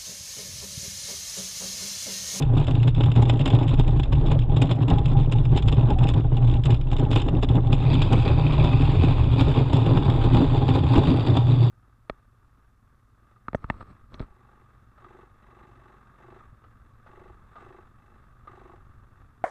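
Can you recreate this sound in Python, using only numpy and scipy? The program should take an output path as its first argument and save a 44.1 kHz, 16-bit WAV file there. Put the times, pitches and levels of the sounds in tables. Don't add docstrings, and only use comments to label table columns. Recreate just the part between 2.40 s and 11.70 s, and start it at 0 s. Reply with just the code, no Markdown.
import sys
import numpy as np
from scipy import signal
from scipy.fft import rfft, irfft
from scipy.io import wavfile
from scipy.ndimage import uniform_filter1d, minimum_filter1d, map_coordinates

SR = 44100
rng = np.random.default_rng(int(sys.argv[2]) if len(sys.argv) > 2 else 0)


def pcm_store(signal):
    levels = np.round(np.clip(np.atleast_2d(signal), -1, 1) * 32767)
    wavfile.write(sys.argv[1], SR, levels.astype(np.int16).T)


N = 410130

# (time [s], rumble [dB], scrape [dB],
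# share of smooth scraping [0-1], runner rasp [dB], runner singing [dB], roof echo [dB])
TRACK = [(0, -32.5, -46.5, 0.15, -14.5, -28.5, -22.5), (5.36, -31, -45, 0.12, -17, -28, -24),
         (5.47, -31, -45.5, 0.99, -7, -14, -9.5), (6.6, -29, -43, 1, -8, -19.5, -4.5),
         (7.2, -30.5, -44.5, 0.54, -14, -17.5, -7.5), (8.6, -28.5, -42.5, 0.83, -16.5, -16.5, -12.5),
         (9.3, -33, -45.5, 0.26, -15.5, -9, -7.5)]
# (time [s], ripples passed [per s], drone level [dB])
RIPPLES = [(0, 68.5, -39), (4.9, 72, -32), (5.75, 87.6, -26.5), (6.2, 65.4, -26), (6.55, 80.4, -21),
           (6.9, 70, -26.5), (7.3, 72, -33), (8.1, 85, -25.5), (8.7, 83, -24.5), (9.3, 100, -33)]
# (time [s], metal [dB], knock [dB], sharp click [dB])
CLACKS = [(0.172, -31, -25, -57), (0.281, -26, -17, -56), (0.309, -29, -23, -48), (0.478, -21, -22, -51),
          (0.606, -23, -19, -57), (0.635, -23.5, -20, -54), (0.76, -23, -20, -52.5),
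          (0.823, -22, -15, -43.5), (0.896, -18.5, -15, -44), (1.057, -16.5, -21.5, -41.5),
          (1.077, -21.5, -23.5, -43), (1.102, -25, -23, -47.5), (1.396, -23.5, -21, -46),
          (1.596, -27, -22.5, -52.5), (1.727, -22, -18, -50), (1.916, -22, -15.5, -48),
          (2.167, -23, -23.5, -61), (2.219, -17, -15.5, -38), (2.311, -23.5, -14, -50),
          (2.501, -23, -25.5, -44.5), (2.922, -21.5, -20, -42.5), (3.174, -18, -29, -43.5),
          (3.283, -20, -23.5, -45), (3.324, -25.5, -22, -47), (3.688, -20, -20.5, -40.5),
          (4.256, -20, -27, -41), (4.304, -23, -26, -54), (4.713, -23, -20.5, -45),
          (4.73, -19.5, -21, -48.5), (4.759, -18, -13, -40), (4.884, -27.5, -19.5, -61),
          (5.031, -17.5, -16.5, -46), (5.328, -18.5, -19, -45), (5.619, -16.5, -23, -46),
          (5.729, -18, -13.5, -39.5), (6.243, -22.5, -19, -50), (7.008, -21.5, -18, -44),
          (7.331, -18.5, -16, -58), (7.572, -21, -12, -60), (7.947, -26, -19, -54),
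          (8.287, -22, -17.5, -63), (8.558, -23, -15, -52), (8.579, -29, -11, -47),
          (8.969, -23, -13.5, -44.5)]
# (pitch [Hz], width [Hz], level [dB])
HULL_NOTES = [(119.6, 5.1, 0.5), (139.5, 14.7, -5.5)]
FITTING_NOTES = [(2780, 680, -3.5), (3370, 730, -8), (3538, 360, -2.5), (5170, 260, -20.5),
                 (6910, 270, -26), (7420, 880, -25)]
# (frequency [Hz], level [dB])
BODY_TONE = [(110, -33.5), (170, -5), (205, -5.5), (228, -4.5), (266, 4), (320, -2.5), (420, -6),
             (500, -12), (590, -11.5), (760, -15.5), (808, -6), (855, -15.5), (1020, -18.5), (1400, -29),
             (2000, -37), (7000, -90)]
CLICK_TONE = [(2500, -38.5), (4800, 8.5), (6000, -2.5), (7500, 6.5), (9000, -6), (11500, -16),
              (15000, -43.5)]


def amp(db):
    return 10 ** (np.asarray(db) / 20)


def unit(x):
    return x / np.sqrt(np.mean(x ** 2) + 1e-20)


def curves(rows):
    times, *columns = np.transpose(rows)
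    return [np.interp(np.arange(N) / SR, times, column) for column in columns]


def wobble(rate):
    return map_coordinates(rng.standard_normal(int(N * rate / SR) + 4), [np.arange(N) * rate / SR])


def steady(x, span):
    width = max(int(span * SR), 2)
    power = uniform_filter1d(uniform_filter1d(x * x, width), width)
    return x / np.sqrt(np.abs(power) + 1e-9)


def colour(x, points):
    size = 2 ** 14
    hz, db = np.transpose(points)
    gain = unit(amp(np.interp(np.log(np.fft.rfftfreq(size, 1 / SR) + 1), np.log(hz), db)))
    cepstrum = irfft(np.log(gain + 1e-6))
    cepstrum[1:size // 2] *= 2
    cepstrum[size // 2 + 1:] = 0
    return signal.oaconvolve(x, irfft(np.exp(rfft(cepstrum))))[:N]


def resonate(x, notes):
    out = 0
    for hz, width, db in notes:
        fade, turn = np.exp(-np.pi * width / SR), 2 * np.pi * hz / SR
        gain = amp(db) * (1 - fade * fade) * np.sin(turn)
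        out = out + signal.lfilter([gain], [1, -2 * fade * np.cos(turn), fade * fade], x)
    return out


def ring(x, notes):
    return sum(resonate(resonate(x, [note]), [(*note[:2], 0)]) for note in notes)


def struck(hz, t60, rise):
    t = np.arange(SR // 4) / SR
    return np.sin(2 * np.pi * hz * t) * amp(-60 * t / t60) * (1 - np.exp(-t / rise))


def bumps(rate, spread_db):
    hit = rng.random(N) < rate / SR
    return hit * amp(spread_db * np.clip(rng.standard_normal(N), -2, 1.5))


def chatter(blows, life, rise):
    power = blows ** 2
    for span in (life, rise):
        keep = np.exp(-2 / (span * SR))
        power = signal.lfilter([1 - keep], [1, -keep], power)
    return np.sqrt(np.abs(power) * life * SR + 1e-20) * rng.standard_normal(N)


def patchy(x, depth_db):
    bands = signal.stft(x, nperseg=512)[2]
    flicker = uniform_filter1d(rng.standard_normal(bands.shape), size=3, axis=0)
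    flicker = uniform_filter1d(flicker, size=4, axis=1)
    gain = amp(depth_db * np.clip(unit(flicker), -2, 2))
    return unit(signal.istft(bands * gain, nperseg=512)[1][:N])


def roof(x, t60, delay):
    t = np.arange(SR) / SR
    tail = rng.standard_normal(SR) * amp(-60 * t / t60) * (t > delay)
    echo = signal.fftconvolve(x, tail / np.linalg.norm(tail))[:N]
    bass_cut = signal.butter(2, 500, "high", fs=SR, output="sos")
    return amp(curves(TRACK)[-1]) * signal.sosfilt(bass_cut, echo)


def drones(ripples):
    # (time [s], level [dB])
    hum_levels = [(8.6, -45), (8.85, -25), (9.15, -16), (9.3, -21.5)]
    drone = amp(curves(RIPPLES)[1] + 4.8 * wobble(23)) * np.sin(2 * np.pi * ripples)
    hum_hz = HULL_NOTES[0][0] + wobble(10)
    hum = unit(np.sin(2 * np.pi * np.cumsum(hum_hz) / SR))
    return drone + amp(curves(hum_levels)[0]) * hum


def hull(jolts, load):
    # (time [s], level [dB])
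    heave_levels = [(0.05, -24.5), (1.26, -28), (1.31, -18.5), (2.21, -21), (2.36, -45), (2.52, -20.5),
                    (7.1, -24.5), (7.24, -33), (7.96, -21), (8.4, -33), (9.3, -35.5)]
    boom_levels = [(0.1, -18), (0.8, -17.5), (1.6, -20.5), (3.3, -17.5), (4.32, -18), (4.44, -26.5),
                   (4.56, -22.5), (4.85, -21.5), (5.25, -18.5), (6.7, -19), (7.45, -19.5), (8.6, -19.5),
                   (9.2, -22)]
    # (frequency [Hz], width [Hz], level [dB])
    bounce_notes = [(27.7, 3.6, -1.5), (56.6, 16, -11)]
    shake = colour(rng.standard_normal(N), [(12, -33), (24, -1.5), (90, -4), (220, -41)])
    heave = amp(curves(heave_levels)[0]) * steady(resonate(shake, bounce_notes), span=0.19)
    push = unit(jolts - jolts.mean()) + 0.21 * rng.standard_normal(N)
    push = colour(push, [(50, -23.5), (105, 1.5), (155, 0), (210, -17), (500, -47)])
    boom = steady(resonate(push, HULL_NOTES), span=0.13)
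    return heave + amp(curves(boom_levels)[0] + 3 * load) * boom


def rumble(jolts):
    knocks = unit(chatter(jolts, life=0.0074, rise=0.0046))
    shake = 0.8 * amp(2.4 * wobble(45)) * rng.standard_normal(N)
    return steady(patchy(colour(knocks + shake, BODY_TONE), depth_db=1.5), span=0.14)


def fittings(blows, life, rise, ring_db, vary_db):
    # (frequency [Hz], level [dB])
    rattle_tone = [(300, -26.5), (900, 2), (1900, -7), (2650, -3.5), (3100, -3), (3620, 2.5), (4200, -15.5),
                   (4650, -26), (5100, -16), (5900, -45), (7500, -22.5), (8600, -44), (11000, -43),
                   (15000, -67)]
    sound = colour(chatter(blows, life, rise), rattle_tone)
    hits = np.flatnonzero(blows)
    for note in FITTING_NOTES:
        share = np.zeros(N)
        share[hits] = amp(ring_db + vary_db * np.clip(rng.standard_normal(len(hits)), -2, 1))
        sound = sound + ring(chatter(blows * share, life, rise), [note])
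    return sound


def runners(ripples):
    # (frequency [Hz], level [dB])
    ice_tone = [(500, -21.5), (700, 2), (808, 10), (1030, 10.5), (1400, -1.5), (2000, -7), (2600, -5),
                (3650, 2), (4250, -12), (4900, -21), (5700, -32.5), (6400, -31.5), (7250, -21), (8600, -31),
                (11000, -41.5), (15000, -70.5)]
    # (pitch [Hz], width [Hz], level [dB])
    rasp_notes = [(2510, 440, 4.5), (5025, 240, -16.5)]
    singing_notes = [(3550, 360, 9.3), (4615, 370, 1.3)]
    smooth, rasp_db, sing_db = curves(TRACK)[2:5]
    smooth = np.clip(smooth, 0, 1)
    small_ridges = bumps(rate=125, spread_db=5.5)
    rattle = fittings(small_ridges, life=0.0047, rise=0.0005, ring_db=24, vary_db=7.5)
    rattle = steady(rattle, span=0.089)
    bite_db = 2.2 * np.clip(rng.standard_normal(N), -2, 2)[ripples.astype(int)]
    bite = amp(bite_db - 9 * (ripples % 1))
    grains = lambda: bumps(rate=2000, spread_db=-1) * rng.standard_normal(N) * bite
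    rasp = amp(rasp_db + 2.5) * unit(ring(grains(), rasp_notes))
    singing = amp(sing_db + 4.5) * unit(ring(grains(), singing_notes))
    crunch = unit(colour(grains(), ice_tone))
    scrape = patchy(crunch + rasp + singing, depth_db=3)
    return amp(-6.5) * np.sqrt(1 - smooth) * rattle + amp(4) * np.sqrt(smooth) * scrape


def ridge_swells():
    # (time of the crest [s], rumble [dB], scrape [dB], hull bending [dB])
    thumps = [(1.87, -25.5, -45.5, -30.5), (2.317, -30, -34, -28.5), (2.516, -23.5, -39, -23),
              (3.168, -27, -38.5, -34.5), (3.509, -27, -52, -26), (4.95, -29, -48, -22),
              (5.178, -24, -64, -20.5), (5.539, -32, -44.5, -24.5), (5.73, -25, -43, -37),
              (5.89, -24, -42.5, -26.5), (6.638, -25.5, -41.5, -24.5), (6.997, -29, -36.5, -24.5),
              (7.18, -22.5, -36, -34), (7.48, -24, -42, -29), (7.569, -25.5, -46.5, -20.5),
              (7.961, -22.5, -36, -18), (8.02, -23.5, -41, -17.5), (8.368, -19.5, -35, -24.5),
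              (8.54, -32, -38, -28.5), (8.582, -26.5, -44, -19.5), (8.698, -24.5, -36.5, -14)]
    length_s = 0.062
    t = np.arange(N) / SR
    gains = np.zeros((3, N))
    for crest, *levels in thumps:
        near = np.abs(t - crest) < 2 * length_s
        swell = np.exp(-(2 * (t[near] - crest) / length_s) ** 2)
        gains[:, near] += amp(levels)[:, None] * swell
    return gains


def slide(jolts, load, ripples):
    # (time [s], level [dB])
    unevenness = [(0, 2), (0.3, 1.5), (0.53, -4.5), (0.8, 3), (1.15, 4.5), (1.55, -1), (2.05, -1),
                  (2.5, 2.5), (3.05, -3.5), (3.55, 3.5), (3.83, 0.5), (4.2, -3), (4.31, -0.5), (4.44, -10),
                  (4.55, 1.5), (5.3, 0), (5.8, 0.5), (6.6, 1.5), (6.88, -1.5), (7.12, 4.5), (7.26, -1.5),
                  (7.35, 2.5), (8.35, 2), (8.42, -2.5), (8.5, 4), (9.3, 1)]
    # (pitch [Hz], width [Hz], level [dB])
    bend_notes = [(170.8, 11, 1), (262.4, 24, -2)]
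    uneven_db, = curves(unevenness)
    rumble_db, scrape_db = curves(TRACK)[:2]
    thump, grind, bend = ridge_swells()
    rumble_gain = np.hypot(amp(rumble_db + uneven_db + 3 * load), thump)
    scrape_gain = np.hypot(amp(scrape_db + 0.77 * uneven_db + 5.5 * load), grind)
    bending = bend * steady(resonate(rng.standard_normal(N), bend_notes), span=0.021)
    return rumble_gain * rumble(jolts) + scrape_gain * runners(ripples) + bending


def chip_ticks():
    # (time [s], level [dB])
    chips = [(0.022, -25), (0.1501, -38), (0.243, -31), (0.268, -27), (0.3511, -28.5), (0.4297, -26.5),
             (0.5472, -31), (0.658, -29), (0.7158, -27), (0.853, -30), (0.9338, -31), (0.9923, -26.5),
             (1.0096, -26), (1.1487, -26), (1.278, -27.5), (1.2906, -26.5), (1.3389, -28), (1.477, -28.5),
             (1.6317, -26), (1.9895, -29), (2.4818, -26), (2.583, -28.5), (2.6554, -25.5), (3.052, -30.5),
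             (3.223, -25.5), (3.5024, -25.5), (3.5857, -28.5), (3.638, -24), (3.6694, -28), (3.7368, -26.5),
             (3.9687, -32), (4.1114, -33.5), (4.138, -31), (4.236, -27.5), (4.3435, -29), (4.411, -35.5),
             (4.5136, -29), (4.53, -26), (4.5644, -27.5), (4.583, -29), (4.799, -26), (4.8165, -23),
             (5.0873, -26.5), (5.1533, -30.5), (5.5388, -24), (5.878, -31), (6.129, -29.5), (6.4184, -26),
             (6.5156, -29), (7.0824, -27.5), (7.4616, -25), (7.6985, -23), (8.6542, -26.5), (8.8654, -25.5)]
    times, db = np.transpose(chips)
    blows = np.zeros(N)
    blows[np.round(times * SR).astype(int)] = amp(db)
    metal = amp(-11.5) * fittings(blows, life=0.0047, rise=0.0028, ring_db=16.5, vary_db=3.5)
    click = amp(-30) * colour(chatter(blows, life=0.0028, rise=0.002), CLICK_TONE)
    return metal + click


def shell_rings():
    # (time [s], level [dB])
    strikes = [(0.815, -27), (0.86, -26), (1.59, -27), (1.91, -27), (2.095, -25.5), (2.575, -18.5),
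               (2.75, -23.5), (2.95, -26), (3.165, -24), (3.5, -18.5), (3.56, -23), (3.61, -26.5),
               (3.68, -28), (3.965, -26), (4.16, -27.5), (4.29, -25.5), (4.522, -24), (4.66, -27),
               (5.155, -23), (5.268, -25)]
    out = np.zeros(N + SR)
    for (start, db), detune in zip(strikes, rng.standard_normal(len(strikes))):
        tone = amp(db) * struck(hz=815 * (1 + 0.022 * detune), t60=0.091, rise=0.0044)
        out[round(start * SR):][:len(tone)] += tone
    return out[:N]


def clinks():
    out = np.zeros(N + SR)
    for start, clack_db, *_ in CLACKS:
        for hz, _, note_db in FITTING_NOTES:
            louder, detune = rng.uniform(-1, 1, 2)
            tone = struck(hz * (1 + 0.087 * detune), t60=0.014, rise=0.0009)
            out[round(start * SR):][:len(tone)] += amp(clack_db + note_db - 9 + 3.3 * louder) * tone
    return out[:N]


def clacks():
    times, *levels = np.transpose(CLACKS)
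    blows = np.zeros((3, N))
    for lag_s, db in [(-0.005, -9), (0, 0), (0.009, -9)]:
        moments = times + lag_s * rng.uniform(0.5, 1.5, len(times))
        blows[:, np.round(moments * SR).astype(int)] += amp(np.array(levels) + db)
    metal_blows, knock_blows, click_blows = blows
    metal = amp(-11) * fittings(metal_blows, life=0.0035, rise=0.0037, ring_db=14, vary_db=7)
    thud = chatter(knock_blows, life=0.0039, rise=0.003)
    knock_tone = [(hz, db + 1.5 * np.log2(hz)) for hz, db in BODY_TONE]
    body_knock = amp(-2) * colour(thud, knock_tone)
    hull_knock = resonate(thud, [(111, 33, 28)])
    click = amp(0.5) * colour(chatter(click_blows, life=0.0016, rise=0.0015), CLICK_TONE)
    return metal + body_knock + hull_knock + click


def scene():
    jolts = bumps(rate=85, spread_db=4.5)
    load = np.clip(wobble(rate=28), -2, 1.2) * (1 - 0.65 * curves(TRACK)[2])
    ripple_rate = curves(RIPPLES)[0] * (1 + 0.09 * wobble(rate=40))
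    ripples = np.cumsum(ripple_rate) / SR
    sled = hull(jolts, load) + drones(ripples) + slide(jolts, load, ripples)
    sled += chip_ticks() + clacks() + shell_rings() + clinks()
    return (sled + roof(sled, t60=0.73, delay=0.014))[None]


def record(dry):
    ceiling, top_hz = 0.68, 15700
    gain = np.minimum(1, ceiling / (np.abs(dry) + 1e-9))
    gain = uniform_filter1d(minimum_filter1d(gain, size=881), size=441)
    return signal.sosfilt(signal.butter(16, top_hz, fs=SR, output="sos"), dry * gain)


dry = scene()
out = record(dry)
pcm_store(out)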